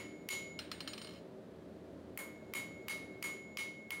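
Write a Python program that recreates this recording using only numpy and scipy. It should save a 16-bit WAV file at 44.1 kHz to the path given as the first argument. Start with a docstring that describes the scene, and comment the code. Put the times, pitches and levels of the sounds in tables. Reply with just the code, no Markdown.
"""An anvil rings as a smith hammers a red-hot bar, lets the hammer bounce to rest on the bare face,
then strikes on in an even beat. Each blow layers a contact crack, the clack of the hammer head,
a clang that fills the small workshop and the high ring of the anvil's modes.
A burner or fan rumbles underneath throughout. A fast limiter ducks for a moment after every crack."""
import sys
import numpy as np
from scipy import signal
from scipy.fft import rfft, irfft, next_fast_len
from scipy.io import wavfile
from scipy.ndimage import uniform_filter1d, minimum_filter1d, map_coordinates

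SR = 44100
rng = np.random.default_rng(int(sys.argv[2]) if len(sys.argv) > 2 else 0)


def store_pcm(level_fs):
    """Save levels as 16-bit WAV."""
    pcm = np.round(np.clip(level_fs, -1, 1) * 32767).astype(np.int16)
    wavfile.write(sys.argv[1], SR, np.atleast_2d(pcm).T)


N = 176400

# hits on the hot bar: t/s, strength/dB, bite near 4 kHz/dB, treble/dB,
# then trims for the anvil: main note/dB, 7 kHz pair/dB, high overtones/dB
BLOW_CUES = [(-.075, 3.5, -2.5, -13.5, -5.5, 4, 0), (0.2882, 1.5, 5, -2, 2.5, 13.5, 4.5),
             (2.175, -0.5, -7, -2, -6.5, -4, -10), (2.5367, 3, -2.5, -4, 0, 7.5, -3),
             (2.8829, 1, 0, -6, 0, -2.5, 4.5), (3.226, 1.5, -1, -4.5, 2, 6, 3.5),
             (3.5711, -1.5, 4, -9, 2, -1.5, 3.5), (3.9057, -2, -3, -8, -1, -13, -7)]
# bounces on the bare face: t/s, tap trim/dB, ring trim/dB
BOUNCE_CUES = [(.590, 2, -7), (.715, 1, -2.5), (0.8041, -2, -6), (0.8752, -1.5, 0), (0.9328, -4, -8),
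               (.978, -6, -5), (1.0154, -9, -4), (1.0455, -10.5, -7.5), (1.0705, -11.5, -7),
               (1.0914, -16.5, -15)]
# anvil overtones: f/Hz, trim under a blow/dB, trim under a bounce/dB, t60/s
ANVIL_OVERTONES = [(2382, 3, -20, .33), (3055, -2, -7, .6), (3830, -4, -10, .7), (4205, -8, 1, .45),
                   (4516, -6, -22, .5), (4660, -4, -3, .6), (5135, -12, -4, .3), (6850, -2, -18, .45),
                   (6922, 2, -8, .95), (8689, -6, 0, .55), (8879, -8, -8, .4), (9152, -12, -10, .4),
                   (9460, -5, -26, .4), (10944, 2, -20, .55), (12683, -5, -30, .35), (13374, -5, -30, .35),
                   (15692, -7, -11, .3)]
# hammer head modes: f/Hz, base level on the hot bar/dB, base level on bare steel/dB, t60/s
HEAD_MODES = [(1150, -45, -50, .04), (2390, -46, -57, .06), (2850, -45, -47, .035), (3120, -41, -43, .03),
              (4170, -62, -43, .08), (5140, -55, -48, .06), (5800, -62, -58, .07)]
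# tone of a blow's crack and clang, a bounce's tap and its room tail: f/Hz, base level/dB per Hz
CRACK_EQ = [(300, -95), (800, -76), (1150, -61.5), (1500, -70.5), (2200, -54), (2500, -61.5), (3000, -55),
            (3500, -71.5), (5100, -63.5), (6000, -68.5), (8500, -72.5), (9500, -66.5), (13500, -62.5),
            (16000, -63.5)]
CLANG_EQ = [(300, -127), (850, -80), (1130, -77), (1550, -84), (2000, -79.5), (2300, -75.5), (2550, -86),
            (3000, -79.5), (3400, -83), (4400, -85.5), (5600, -89), (6300, -84.5), (7700, -84.5),
            (9350, -78.5), (10200, -83.5), (11300, -78), (12000, -80.5), (13200, -83), (16000, -92)]
TAP_EQ = [(300, -101), (800, -98), (1150, -71), (1600, -79.5), (2400, -79), (3050, -68.5), (3450, -81.5),
          (4000, -75), (5300, -76), (6400, -93.5), (7300, -90), (11000, -93), (16000, -98)]
TAP_TAIL_EQ = [(300, -110), (800, -89), (1200, -91), (1700, -86), (2500, -90), (3000, -87), (3450, -92),
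               (4050, -86.5), (4400, -99), (4900, -101), (5350, -94), (5700, -102), (6600, -108),
               (7200, -101), (9500, -106), (16000, -111)]
# part of the clang held by weak modes of bar and hammer: f/Hz, power share/0-1
CLANG_TONAL_SHARE = [(2500, .1), (4000, .35), (7000, .5), (12000, .7)]
# the workshop's decay: f/Hz, t60/s
WORKSHOP_DECAY = [(300, 0.26), (1200, 0.43), (3000, 0.5), (6000, 0.45), (9000, 0.3), (15000, 0.29)]
# tone of the burner or fan: f/Hz, base level/dB per Hz
RUMBLE_EQ = [(20, -124), (36, -107), (58, -93.5), (100, -88), (200, -81.5), (330, -82), (480, -84),
             (620, -84), (780, -94.5), (1100, -99), (1700, -102), (2600, -109), (4000, -110), (5500, -117),
             (10000, -122), (16000, -128)]
# room resonances in the rumble: f/Hz, half width/Hz, lift/dB
WORKSHOP_MODES = [(83.1, 3.15, 14.5), (118, 4.9, 8), (172.2, 8.4, 8), (216.8, 4.5, 10), (267.6, 6.3, 5),
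                  (305.6, 5.8, 9.5), (381.9, 8, 11), (446, 10, 3), (523, 3.8, 4.5), (556.8, 2.3, 9),
                  (620, 4.7, 6)]
# fader ride on the rumble: t/s, gain/dB
RUMBLE_RIDE = [(0, 0), (.6, 0), (2, 0.5), (3.1, 1.5), (3.6, -1.5), (4, -2)]

MAIN_HZ, MAIN_T60_S = 2175.2, 1.18  # the anvil's main note
MAIN_BLOW_DB, MAIN_BOUNCE_DB = -40, -61  # base levels, before the trims
OVERTONES_BLOW_DB, OVERTONES_BOUNCE_DB = -60, -59
PAIR_HZ, HIGH_HZ = 6500, 8000  # the anvil's close pair of overtones lies between these
BLOOM_S, LINGER_DB = 0.088, -6.5  # the ring opens full, then lingers lower
WAVER_DEPTH, WAVER_KNOTS_PER_S = 0.16, 43.8
SCATTER_DB = 3.5  # random spread of mode levels
CHATTER_GAP_S, CHATTER_SHRINK, CHATTER_LOSS_DB = .0155, .92, 1.3  # first gap; ratio and loss per bounce
REST_S, REST_T60_S = 1.18, 0.37  # the resting hammer stills the anvil
PREROLL_S = .25  # room for the blow that lands just before the start


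def blows(count=170):
    """Full blows on the soft, hot bar: a crack, the head's clack, a dense clang and the anvil's ring."""
    track, t = np.zeros(N + SR), np.arange(SR) / SR
    weak_hz = (2500 + 13400 * (np.arange(count) + rng.random(count)) / count).astype(int)
    weak_db = SCATTER_DB * np.clip(rng.standard_normal(count), -2, 2)
    for s, db, bite_db, treble_db, main_db, pair_db, high_db in BLOW_CUES:
        tilt = [(2000, 0.17), (3000, bite_db), (5500, bite_db), (10000, treble_db)]
        force_db = lambda hz: db + along(tilt, hz)
        crack = contact(t, lambda hz: along(CRACK_EQ, hz) + force_db(hz), decay_s=0.0021)
        clack = sum(mode(t, hz, hot_db + force_db(hz), t60) for hz, hot_db, _, t60 in HEAD_MODES)
        body = clang(t, weak_hz, weak_db, force_db)
        drive_db = lambda hz: high_db if hz > HIGH_HZ else pair_db if hz > PAIR_HZ else force_db(hz)
        overtones_db = [OVERTONES_BLOW_DB + trim + drive_db(hz) for hz, trim, _, _ in ANVIL_OVERTONES]
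        ring = anvil(t, MAIN_BLOW_DB + main_db, overtones_db)
        ring *= choke(t, s, BLOW_CUES + BOUNCE_CUES, db=-20)
        add(track, s, crack + clack + body + ring)
    return track


def contact(t, level_db, decay_s):
    """Steel meets steel: a noise transient with a fast attack."""
    return 2 * noise(len(t), level_db) * np.exp(-t / decay_s) * (1 - np.exp(-t / 0.0012))


def clang(t, weak_hz, weak_db, force_db):
    """The body of a blow: a noise wash and weak modes of bar and hammer, dying away in the room."""
    colour_db = lambda hz: along(CLANG_EQ, hz) + force_db(hz)
    share = lambda hz: along(CLANG_TONAL_SHARE, hz)
    wash = noise(SR, lambda hz: colour_db(hz) + 10 * np.log10(1 - share(hz)))
    shimmer = partials(weak_hz, weak_db, lambda hz: colour_db(hz) + 10 * np.log10(share(hz)))
    return workshop(t, wash + shimmer)


def partials(hz, db, level_db):
    """Metallic shimmer: one second of sines at whole Hz, as strong as noise of level_db per Hz."""
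    size = amp(db + SCATTER_DB * rng.standard_normal(len(hz)))
    size *= amp(level_db(hz)) * np.sqrt(np.ptp(hz) / np.sum(size ** 2))
    spectrum = np.zeros(SR // 2 + 1, complex)
    spectrum[hz] = size * np.exp(2j * np.pi * rng.random(len(hz)))
    return irfft(spectrum) * SR / np.sqrt(2)


def anvil(t, main_db, overtones_db):
    """The anvil's main note and overtones: a full bloom, then a thin lingering ring."""
    ring = mode(t, MAIN_HZ, main_db, MAIN_T60_S)
    for (hz, _, _, t60), db in zip(ANVIL_OVERTONES, overtones_db):
        ring += mode(t, hz, db + SCATTER_DB * rng.standard_normal(), t60)
    bloom = (1 - amp(LINGER_DB)) * np.exp(-(t / BLOOM_S) ** 2)
    return ring * (bloom + amp(LINGER_DB))


def mode(t, hz, db, t60):
    """One decaying resonance of struck steel, wavering slightly in level and phase."""
    knots = t * WAVER_KNOTS_PER_S
    waver = 1 + WAVER_DEPTH * (wobble(knots) + 1j * wobble(knots))
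    tone = np.real(waver * np.exp(2j * np.pi * (hz * t + rng.random())))
    attack = 1 - np.exp(-t / 0.0018)
    return np.sqrt(2) * tone * amp(db - 60 * t / t60) * attack


def choke(t, s, cues, db):
    """Gain of a ring begun at s: the next contact damps it."""
    next_s = min([cue[0] for cue in cues if cue[0] > s], default=np.inf)
    return amp(db * np.clip((s + t - next_s) / 0.0018, 0, 1))


def bounces(chatter_count=8):
    """The loose hammer clinks on the bare face, ever faster and weaker, and chatters to rest."""
    track, t = np.zeros(N + SR), np.arange(SR // 2) / SR
    cues = list(BOUNCE_CUES)
    for k in range(chatter_count):
        s, db, ring_db = cues[-1]
        gap_s = CHATTER_GAP_S * CHATTER_SHRINK ** k
        cues.append((s + gap_s, db - CHATTER_LOSS_DB, ring_db - CHATTER_LOSS_DB))
    for s, db, ring_db in cues:
        tap = contact(t, lambda hz: along(TAP_EQ, hz), decay_s=0.0043)
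        tail = workshop(t, noise(len(t), lambda hz: along(TAP_TAIL_EQ, hz)))
        clink = sum(mode(t, hz, bare_db, t60) for hz, _, bare_db, t60 in HEAD_MODES)
        overtones_db = [OVERTONES_BOUNCE_DB + trim + ring_db for _, _, trim, _ in ANVIL_OVERTONES]
        ring = anvil(t, MAIN_BOUNCE_DB + ring_db, overtones_db) * choke(t, s, cues, db=-5)
        stilled = amp(-60 * np.maximum(s + t - REST_S, 0) / REST_T60_S)
        add(track, s, amp(db) * (tap + tail + clink) + ring * stilled)
    return track


def workshop(t, sound, swell_s=0.0028):
    """Shapes a steady sound into a small-room tail: a quick swell, with the mids hanging longest."""
    hz, s, bands = signal.stft(sound, SR, nperseg=256)
    decay = amp(-60 * s / along(WORKSHOP_DECAY, hz)[:, None])
    _, tail = signal.istft(bands * decay, SR, nperseg=256)
    return tail[:len(t)] * (1 - np.exp(-t / swell_s))


def rumble():
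    """The bed: a low roar, as of a forge burner or fan, coloured by the room's resonances."""
    def lift_db(hz):
        return sum(db * np.exp(-((hz - centre) / width) ** 2 / 2) for centre, width, db in WORKSHOP_MODES)
    ride_db = np.interp(np.arange(N) / SR, *np.transpose(RUMBLE_RIDE))
    return noise(N, lambda hz: along(RUMBLE_EQ, hz) + lift_db(hz)) * amp(ride_db)


def noise(n, level_db):
    """n samples of noise with level_db(hz) in dB per Hz."""
    size = next_fast_len(n + 8192)
    white = rfft(rng.standard_normal(size))
    eq = amp(level_db(np.fft.rfftfreq(size, 1 / SR)))
    return irfft(white * eq, size)[:n] * np.sqrt(SR / 2)


def wobble(x):
    """A smooth random curve with one knot per unit of x."""
    return map_coordinates(rng.standard_normal(1024), [x], mode="mirror")


def along(points, hz):
    """Read a breakpoint curve on a log frequency axis."""
    point_hz, values = np.transpose(points)
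    return np.interp(np.log(hz + 1), np.log(point_hz + 1), values)


def amp(db):
    """Decibels to gain."""
    return 10 ** (np.asarray(db) / 20)


def add(track, s, sound):
    """Mix a sound in at time s on a track that starts PREROLL_S early."""
    part = track[round((s + PREROLL_S) * SR):][:len(sound)]
    part += sound[:len(part)]


def scene():
    """Hammer and anvil over the rumble, in mono."""
    hammering = (blows() + bounces())[round(PREROLL_S * SR):][:N]
    return (hammering + rumble())[None]


def record(dry, threshold_db=-37.5, hold_s=0.009, ease_s=0.0027, top_hz=15900):
    """A fast limiter that holds briefly after each peak, then a brick-wall high cut."""
    rms = np.sqrt(np.abs(uniform_filter1d(dry ** 2, size=88)) + 1e-14)
    duck = np.minimum(1, amp(threshold_db) / rms)
    hold = round(hold_s * SR)
    held = minimum_filter1d(duck, hold, origin=(hold - 1) // 2)
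    limited = dry * uniform_filter1d(held, round(ease_s * SR))
    size = next_fast_len(N + 8192)
    passband = np.fft.rfftfreq(size, 1 / SR) < top_hz
    return irfft(rfft(limited, size) * passband, size)[:, :N]


dry = scene()
out = record(dry)
store_pcm(out)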